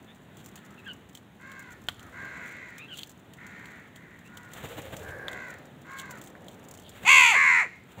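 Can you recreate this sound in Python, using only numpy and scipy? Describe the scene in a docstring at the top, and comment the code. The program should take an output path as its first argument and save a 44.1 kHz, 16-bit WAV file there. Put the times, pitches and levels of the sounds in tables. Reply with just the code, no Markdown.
"""A concrete rooftop over the low rumble of a town: crows and mynas feed from a plastic bowl.
Beaks tick and scrape, claws scatter grain, mynas chirp, crows caw from the trees, wings flap past.
Near the end two crows squabble close by: two loud, harsh caws, one running into the other.
Each call is a pulsing membrane, shaken into a rasp by a slower one. Pecks are impulses with a rattle;
wingbeats are swish, air puff and hum. Walls and trees echo; the microphone colours the treble."""
import sys
import numpy as np
from scipy import signal
from scipy.io import wavfile
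from scipy.ndimage import map_coordinates

SR = 44100
rng = np.random.default_rng(int(sys.argv[2]) if len(sys.argv) > 2 else 0)


def to_wav(s):
    """Save 16-bit WAV."""
    ch = np.atleast_2d(s).T  # columns
    pcm = np.round(np.clip(ch, -1, 1) * 32767)  # PCM
    wavfile.write(sys.argv[1], SR, pcm.astype(np.int16))


N = 352800
TIME = np.arange(N) / SR

# traffic wash with the microphone's treble colour: (frequency [Hz], gain [dB])
WASH_COLOUR = [(15, -43), (25, -52), (91, -1.5), (193, 0.5), (523, -12.5), (684, -13), (1200, -17.5),
               (1900, -17), (2230, -22), (3260, -24), (3720, -24.5), (5010, -46.5), (6920, -34),
               (10600, -45), (15500, -37)]
# deepest part of the traffic: (frequency [Hz], gain [dB])
RUMBLE_SPECTRUM = [(20, -25), (40, -22), (65, -4), (100, -3.5), (160, -13.5), (400, -41.5)]
# swells of rumble and hollow drone: (centre [s], half length [s], level [dB])
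RUMBLE_SWELLS = [(2.0, .42, -57), (5.0, 0.4, -50), (7.0, 0.45, -58)]
DRONE_SWELLS = [(2.35, 0.33, -56.5), (5.2, 0.44, -48.5), (6.5, 0.57, -54.5)]
# myna calls: (time [s], length [s], start pitch [Hz], end pitch [Hz], level [dB], roughness [0-1],
# throat resonance [Hz])
MYNA_CHIRPS = [(0.066, 0.075, 1680, 1926, -56.5, 0.5, 3180), (0.768, 0.05, 1440, 1210, -54, 0, 2700),
               (0.837, 0.053, 1216, 1510, -56, 0, 2680), (0.854, 0.0537, 1686, 1470, -42, 0.08, 1580),
               (0.874, 0.06, 1579, 1394, -42, 0.02, 2870), (2.769, 0.11, 1158, 1380, -47, 0, 2620),
               (2.873, 0.059, 1576, 1586, -49.5, 0.1, 2620), (2.905, 0.053, 1536, 1380, -42, 0.05, 3020),
               (2.97, 0.068, 1690, 1610, -52, 0.9, 3400), (4.241, 0.056, 1290, 1470, -58.5, 0.2, 2700)]
# tone colour of the myna chirps, microphone colour included: (frequency [Hz], gain [dB])
CHIRP_COLOUR = [(900, 3), (1250, -6), (1600, -4.5), (2400, -0.5), (3000, -3.5), (3700, -8), (4500, -23),
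                (5400, -32), (7300, -24), (12000, -33)]
# feet and feathers in the grain: (centre [s], half length [s], level [dB])
SCUFFLE_BOUTS = [(.6, 0.34, -63), (1.9, 0.23, -62), (2.5, 0.16, -64), (3.0, 0.088, -52.5), (3.75, .14, -64),
                 (4.75, 0.45, -59), (5.36, 0.29, -61.5), (6.08, 0.22, -57), (6.65, 0.24, -58)]
# clear pecks on concrete, grain and bowl: (time [s], beak clack [dB], grain tick [dB])
PECKS = [(.3705, -62, -50), (.4609, -73, -44), (.5572, -65, -43.5), (1.1513, -45, -43), (1.1738, -49, -52),
         (1.5174, -54, -49), (1.5938, -69, -46.5), (1.8863, -24.5, -37), (1.995, -51, -51),
         (2.7820, -53, -43.5), (3.033, -35.5, -43), (3.3363, -53, -49), (3.467, -70, -48.5),
         (3.6568, -51.5, -55), (3.9606, -53, -47.5), (4.373, -46, -43), (4.5355, -50, -41.5),
         (4.9672, -50, -39), (5.2825, -31.5, -45), (5.3307, -46, -47), (6.215, -53.5, -43.5),
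         (6.273, -57, -47), (6.4836, -45.5, -47.5), (6.788, -53, -56), (6.8933, -57, -44.5),
         (7.9194, -65, -57)]
# thuds of heavy blows: (time [s], level [dB])
KNOCKS = [(1.886, -28.5), (5.283, -33), (6.352, -45)]
# thud and beak clack: (frequency [Hz], gain [dB])
KNOCK_SPECTRUM = [(200, -13), (500, -10.5), (1100, -4), (1600, -1), (2100, -7), (3000, -37)]
CLACK_SPECTRUM = [(800, -46), (2300, -10.5), (3250, 7.5), (3900, -3), (4600, -7), (5400, -22.5),
                  (9000, -30)]
# grain tick with the microphone's treble colour: (frequency [Hz], gain [dB])
TICK_COLOUR = [(3000, -6), (5200, -9.5), (6300, -1.5), (7300, 3.5), (9000, -8), (12000, -11), (15000, -4.5)]
# drags over the floor: (centre [s], half length [s], clack [dB], tick [dB])
SCRAPES = [(0.394, 0.03, -59, -59), (0.581, .015, -57.5, -59), (2.47, 0.03, -63, -54.5),
           (2.988, 0.023, -41.5, -46), (5.998, 0.013, -42, -41), (6.522, 0.01, -57, -53),
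           (6.875, 0.05, -55, -67)]
# caws from the trees: (time [s], length [s], pitch [Hz], level before the mix [dB],
# beak resonance [Hz], its width [Hz], roughness [0-1], final pitch drop [0-1])
FAR_CAWS = [(0.5, 0.47, 451, -59, 1460, 1200, 0.7, 0.2),
            (1.385, 0.38, 540.2, -46.5, 1570, 1090, 0.35, 0.24),
            (1.968, 0.13, 467, -50.5, 1360, 690, 0.54, 0.26),
            (2.113, .37, 536.3, -41.5, 1600, 740, 0.5, 0.22),
            (2.318, 0.49, 529, -44.5, 2060, 750, 0.57, 0.25),
            (3.356, .53, 498.7, -47.5, 1900, 750, 0.71, 0.17),
            (3.919, 0.34, 498, -54, 1930, 395, 0.7, 0.28), (4.25, 0.43, 485.6, -53, 1480, 900, 0.6, .22),
            (5.002, 0.37, 560.7, -43.5, 1595, 230, 0.6, 0.14),
            (5.256, 0.3, 522, -40.5, 1710, 770, 0.37, 0.22), (5.838, .355, 544.7, -43, 1270, 910, 0.4, .27)]
# tone colour of the far caws, microphone colour included: (frequency [Hz], gain [dB])
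FAR_CAW_COLOUR = [(300, -32), (600, -8), (1050, 1.5), (1350, 2.5), (2100, 3), (2900, -11.5), (4100, -9),
                  (5200, -21), (7200, -4), (9000, -28), (15000, -31)]
# passing birds: (first downstroke [s], beats [count], nearest [s], swish [dB], thump [dB], hum [dB])
FLIGHTS = [(4.649, 4, 4.76, -39, -34, -44.5), (7.036, 2, 7.1, -44.5, -40.5, -47.5),
           (7.99, 1, 7.99, -50.5, -40.5, -62)]
# wing swish with the microphone's treble colour: (frequency [Hz], gain [dB])
SWISH_COLOUR = [(150, -11), (500, 3.5), (900, -1), (1600, 0), (2500, -2), (3700, -4.5), (5100, -27),
                (7200, -9.5), (10000, -22.5), (15000, -14)]
# air puff: (frequency [Hz], gain [dB])
THUMP_SPECTRUM = [(25, -32), (60, -9), (120, 6), (220, -2.5), (450, -7), (900, -8), (3000, -80)]
# squabble: (time [s], length [s], pitch [Hz], level [dB], fade [dB], fall as the beak shuts [dB],
# final clearing of the rasp [s], flutter [Hz], pitch swing [0-1], throb [0-1], roughness [0-1])
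CLOSE_CAWS = [(7.05, .325, 579.5, -13, 11.5, 13.5, 0.088, 75.7, 0.06, 0.3, 0.01),
              (7.315, 0.35, 593.8, -18, 4.5, 22, 0.072, 81.2, 0.08, 0.32, 0.01)]
# tone colour of each close caw, microphone colour included: (frequency [Hz], gain [dB])
FIRST_COLOUR = [(300, -35.5), (600, -33), (850, -9), (1050, -8.5), (1300, -12.5), (1700, -19), (2100, -1),
                (2650, -2.5), (3050, -15), (3400, -13.5), (3950, -28.5), (4550, -21.5), (5250, -41),
                (6300, -21), (7400, -18.5), (8500, -33.5), (15000, -44.5)]
SECOND_COLOUR = [(300, -29), (600, -33.5), (1000, -6.5), (1500, -8), (2100, 6.5), (2500, -6.5), (3100, -28),
                 (3700, -29.5), (4100, -23.5), (4500, -33), (5100, -38), (6300, -30), (7200, -22),
                 (8600, -40), (15000, -55)]
# floor and parapet reflections: (delay [s], gain [dB])
BOUNCES = [(.0037, -30), (.0094, -22), (0.0181, -11), (.026, -23)]
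# echo of walls and trees: (frequency [Hz], 60 dB decay time [s])
ECHO_T60 = [(200, 0.36), (1000, 0.41), (2200, 0.5), (5000, 0.82), (12000, 0.17)]

BAND_LIMIT_HZ = 15750


def gain_of(db):
    """Decibels to amplitude."""
    return 10 ** (np.asarray(db) / 20)


def unit_rms(x):
    """Scale to rms 1."""
    return x / np.sqrt(np.mean(x ** 2) + 1e-20)


def curve_at(points, hz):
    """Interpolate over log frequency."""
    points_hz, values = np.transpose(points)
    return np.interp(np.log(hz + 1), np.log(points_hz + 1), values)


def add(mix, start_s, sound):
    """Mix in place from start_s."""
    part = mix[max(round(start_s * SR), 0):][:len(sound)]
    part += sound[:len(part)]


def colour(x, spectrum, size=4096):
    """Minimum-phase filter with the given spectrum."""
    log_gain = np.log(gain_of(curve_at(spectrum, abs(np.fft.fftfreq(size, 1 / SR)))))
    taps = np.fft.ifft(np.exp(np.conj(signal.hilbert(log_gain)))).real[:size // 2]
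    return signal.oaconvolve(x, taps)[:len(x)]


def resonate(x, hz, width_hz):
    """One resonance."""
    return signal.lfilter(*signal.iirpeak(hz, hz / width_hz, SR), x)


def wander(t, rate_hz):
    """Smooth random curve, rms about 1."""
    return map_coordinates(rng.standard_normal(4096), [(t - t[0]) * rate_hz], order=3, mode="wrap")


def swells(rows, rest_db):
    """Envelope: bell-shaped swells over a resting level."""
    power = sum((gain_of(db) * np.exp(-((TIME - at_s) / half_s) ** 2)) ** 2 for at_s, half_s, db in rows)
    return np.sqrt(power + gain_of(rest_db) ** 2)


def stroke(centre_s, half_s, shape=1.3):
    """Envelope: pointed rise and fall."""
    return np.exp(-abs((TIME - centre_s) / half_s) ** shape)


def town():
    """Traffic: heaving wash and deep rumble, with a hollow drone above."""
    wash = unit_rms(colour(rng.standard_normal(N), WASH_COLOUR))
    wash *= gain_of(-51.5 + 1.3 * wander(TIME, 5.19))
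    wash = signal.lfilter(*signal.butter(2, 95, "high", fs=SR), wash)
    rumble = unit_rms(colour(rng.standard_normal(N), RUMBLE_SPECTRUM))
    rumble *= swells(RUMBLE_SWELLS, rest_db=-64.5)
    drone = resonate(rng.standard_normal(N), hz=603, width_hz=310)
    drone = unit_rms(resonate(drone, hz=304, width_hz=390))
    return wash + rumble + drone * swells(DRONE_SWELLS, rest_db=-76.5) * gain_of(wander(TIME, 14))


def syrinx(t, hz, rough, flutter_hz, swing, throb, jitter, breathy_hz=5000, sag=0, lead_rad=1.45, snap=1):
    """One membrane sets the pitch; a slower one shakes pitch (swing) and level (throb) into a rasp."""
    flutter = 2 * np.pi * np.cumsum(flutter_hz * (1 + 0.036 * wander(t, 48))) / SR
    shake = np.sin(flutter) + snap * np.sin(2 * flutter)  # quick one way, slow back
    phase = 2 * np.pi * np.cumsum(hz * (1 + swing * shake + jitter * wander(t, 400))) / SR
    # high overtones give way to air-jet hiss
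    harmonics = range(1, int(BAND_LIMIT_HZ / hz.max()))
    pulses = sum(np.cos(k * phase) / np.sqrt(1 + (k * hz / breathy_hz) ** 6) for k in harmonics)
    pulses += sag * np.cos(2 * phase)  # a slack membrane favours harmonic 2
    breath = rng.standard_normal(SR)[:len(t)] * np.sqrt(SR / (4 * hz)) * (1 + 0.5 * np.cos(phase))
    jet = signal.lfilter(*signal.butter(3, breathy_hz, "high", fs=SR), breath)
    voice = np.sqrt(1 - rough) * (pulses + jet) + np.sqrt(rough) * breath
    return voice * (1 + throb * np.sin(flutter + lead_rad)) * gain_of(0.2 * wander(t, 112))


def mynas():
    """Short, hoarse syrinx glides through one resonance."""
    out = np.zeros(N)
    for start_s, length_s, start_hz, end_hz, db, rough, throat_hz in MYNA_CHIRPS:
        t = np.arange(0, length_s, 1 / SR)
        hz = np.linspace(start_hz, end_hz, len(t))
        voice = syrinx(t, hz, 0.5 * rough, flutter_hz=152, swing=0.011, throb=0.33, jitter=0.028)
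        voice = resonate(colour(voice, CHIRP_COLOUR), throat_hz, width_hz=1300)
        add(out, start_s, gain_of(db) * unit_rms(voice) * signal.windows.tukey(len(t), 0.7))
    return out


def scuffle(grains_per_s=55, decay_s=0.005):
    """Claws and scattered grain: many tiny ticks."""
    sizes = gain_of(5 * np.minimum(rng.exponential(1, N), 3))
    hits = sizes * (rng.random(N) < grains_per_s / SR)
    scratch = signal.lfilter([1], [1, -np.exp(-1 / (decay_s * SR))], hits) * rng.standard_normal(N)
    return unit_rms(colour(scratch, TICK_COLOUR)) * swells(SCUFFLE_BOUTS, rest_db=-72.5)


def blow(spectrum, ring_s, scatter):
    """Sharp contact, brief rattle; total energy equals 4 ms at rms 1."""
    t = np.arange(3000) / SR
    force = scatter * rng.standard_normal(len(t)) * (np.exp(-t / ring_s) + 0.08 * np.exp(-t / 0.017))
    force[0] += 1
    detune = rng.uniform(0.96, 1.03)
    sound = colour(force, np.multiply(spectrum, [detune, 1]))
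    return sound / np.sqrt(np.sum(sound ** 2) / (0.004 * SR))


def pecks(faint_per_s=2.5):
    """Beak clack plus grain tick; heavy blows thud. The rest of the flock pecks faintly at random."""
    out = np.zeros(N)
    faint_s = TIME[rng.random(N) < faint_per_s / SR]
    force_db = 1.5 * rng.standard_normal(len(faint_s))
    faint = list(zip(faint_s, force_db - 65, force_db - 58.5))
    for at_s, db in KNOCKS:
        add(out, at_s, gain_of(db) * blow(KNOCK_SPECTRUM, ring_s=0.0074, scatter=0.076))
    for at_s, clack_db, tick_db in list(PECKS) + faint:
        add(out, at_s, gain_of(clack_db) * blow(CLACK_SPECTRUM, ring_s=0.0015, scatter=0.21))
        add(out, at_s, gain_of(tick_db) * blow(TICK_COLOUR, ring_s=0.0064, scatter=0.13))
    return out


def scrapes():
    """Beaks and claws drag over the floor: gritty noise with the spectra of a peck."""
    clack, tick = np.zeros((2, N))
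    for centre_s, half_s, clack_db, tick_db in SCRAPES:
        drag = stroke(centre_s, half_s, shape=1)
        clack += gain_of(clack_db) * drag
        tick += gain_of(tick_db) * drag
    grit = rng.standard_normal(N) * gain_of(4.6 * wander(TIME, 500))
    return clack * unit_rms(colour(grit, CLACK_SPECTRUM)) + tick * unit_rms(colour(grit, TICK_COLOUR))


def far_caws(leap=0.11, rise_s=0.03016, attack_db=13, fade_db=10.5):
    """Crows in the trees: pitch rises, holds, then drops; the rasp eases as the caw fades."""
    out = np.zeros(N)
    for start_s, length_s, top_hz, db, beak_hz, width_hz, rough, drop in FAR_CAWS:
        t = np.arange(0, length_s, 1 / SR)
        onset, progress = np.exp(-t / rise_s), t / length_s
        hz = top_hz * (1 - leap * onset) * (1 - drop * progress ** 4)
        rasp = rough * (1 - 0.5 * progress ** 3)
        voice = syrinx(t, hz, 0.8 * rasp ** 2, flutter_hz=66, swing=0.085 * rasp, throb=0.45,
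                       jitter=0.007, breathy_hz=3570)
        voice = unit_rms(resonate(colour(voice, FAR_CAW_COLOUR), beak_hz, width_hz))
        level_db = db - attack_db * onset - fade_db * progress ** 3
        add(out, start_s, voice * signal.windows.tukey(len(t), 0.1) * gain_of(level_db))
    return out


def wings(beat_s=0.1392, slowing_s=0.0082, pass_s=0.19, hum_hz=490):
    """Each beat: soft lift, sharp downstroke with a puff of air, then stiff feathers hum."""
    swish, thump, hum = np.zeros((3, N))
    for down_s, beats, nearest_s, swish_db, thump_db, hum_db in FLIGHTS:
        for beat in range(round(beats)):
            period_s = beat_s + beat * slowing_s
            nearness = 1 / np.hypot(1, (down_s - nearest_s) / pass_s)
            down = stroke(down_s, half_s=0.012)
            lift = gain_of(-5) * stroke(down_s - period_s / 2, half_s=0.045)
            swish += gain_of(swish_db) * nearness * (down + lift)
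            thump += gain_of(thump_db) * nearness ** 2 * down  # dies faster with distance
            hum += gain_of(hum_db) * stroke(down_s + period_s / 2, half_s=0.027)
            down_s += period_s
    rustle = unit_rms(colour(rng.standard_normal(N), SWISH_COLOUR))
    rustle *= gain_of(1.6 * wander(TIME, 250))
    tone_hz = hum_hz * (1 + 0.097 * wander(TIME, 130.5))
    tone = unit_rms(np.sin(2 * np.pi * np.cumsum(tone_hz) / SR))
    air = unit_rms(colour(rng.standard_normal(N), THUMP_SPECTRUM))
    return swish * rustle + thump * air + hum * tone


def close_caw(row, spectrum, jitter, slack, lead_rad, snap):
    """Pitch leaps up, sinks as air runs out, and collapses in a clean glide as the beak shuts."""
    start_s, length_s, top_hz, db, fade_db, shut_db, clear_s, flutter_hz, swing, throb, rough = row
    leap, leap_s, attack_db, attack_s = 0.42, 0.029, 21, 0.021
    sink_hz_per_s, collapse, shut_s = 500, 0.53, 0.07
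    t, out = np.arange(0, length_s, 1 / SR), np.zeros(N)
    onset = np.exp(-(t / leap_s) ** 1.5)
    shut = np.clip(1 - (length_s - t) / shut_s, 0, 1)
    hz = (top_hz - sink_hz_per_s * t) * (1 - leap * onset) * (1 - collapse * shut ** 1.5)
    level_db = db - attack_db * np.exp(-(t / attack_s) ** 1.9)
    level_db -= fade_db * (t / length_s) ** 3 + shut_db * shut ** 1.47
    rasp = (1 - 0.62 * onset) * np.clip(((length_s - t) / clear_s) ** 2, 0.1, 1)
    sag = slack * np.clip((450 - hz) / 130, 0, 1.9) ** 2
    voice = syrinx(t, hz, rough, flutter_hz, swing * rasp, throb * rasp, jitter,
                   breathy_hz=6600, sag=sag, lead_rad=lead_rad, snap=snap)
    add(out, start_s, unit_rms(colour(voice, spectrum)) * gain_of(level_db))
    return out


def bounced(x):
    """Direct sound plus floor and parapet reflections."""
    out = x.copy()
    for delay_s, db in BOUNCES:
        add(out, delay_s, gain_of(db) * x)
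    return out


def echoes(x, count=2000):
    """Sparse reflections from walls and trees; each band has its own decay."""
    taps = np.zeros(SR)
    taps[rng.integers(SR // 200, SR, count)] = rng.choice([-1., 1.], count)
    hz, t, bands = signal.stft(taps, SR, nperseg=256)
    decay = gain_of(-60 * t / curve_at(ECHO_T60, hz)[:, None])
    tail = signal.istft(bands * decay, SR, nperseg=256)[1]
    return signal.fftconvolve(x, tail / np.linalg.norm(tail))[:N]


def scene():
    """Mono mix: near birds almost dry, far crows with strong echoes."""
    close = close_caw(CLOSE_CAWS[0], FIRST_COLOUR, jitter=0.0046, slack=7.8, lead_rad=0.26, snap=0.098)
    close += close_caw(CLOSE_CAWS[1], SECOND_COLOUR, jitter=0.0043, slack=8.9, lead_rad=0.59, snap=0.29)
    close = bounced(close)
    flock = pecks() + scrapes() + scuffle() + wings()
    far, chirps = far_caws(), mynas()
    echo_send = gain_of(-18) * close + gain_of(-23.5) * flock + gain_of(-4) * far + gain_of(-20) * chirps
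    return (close + flock + chirps + gain_of(-2.5) * far + echoes(echo_send) + town())[None]


def record(dry):
    """Low-pass at the band limit."""
    taps = signal.firwin(401, BAND_LIMIT_HZ, window=("kaiser", 9), fs=SR)
    return signal.oaconvolve(dry, taps[None], "same", axes=1)


dry = scene()
out = record(dry)
to_wav(out)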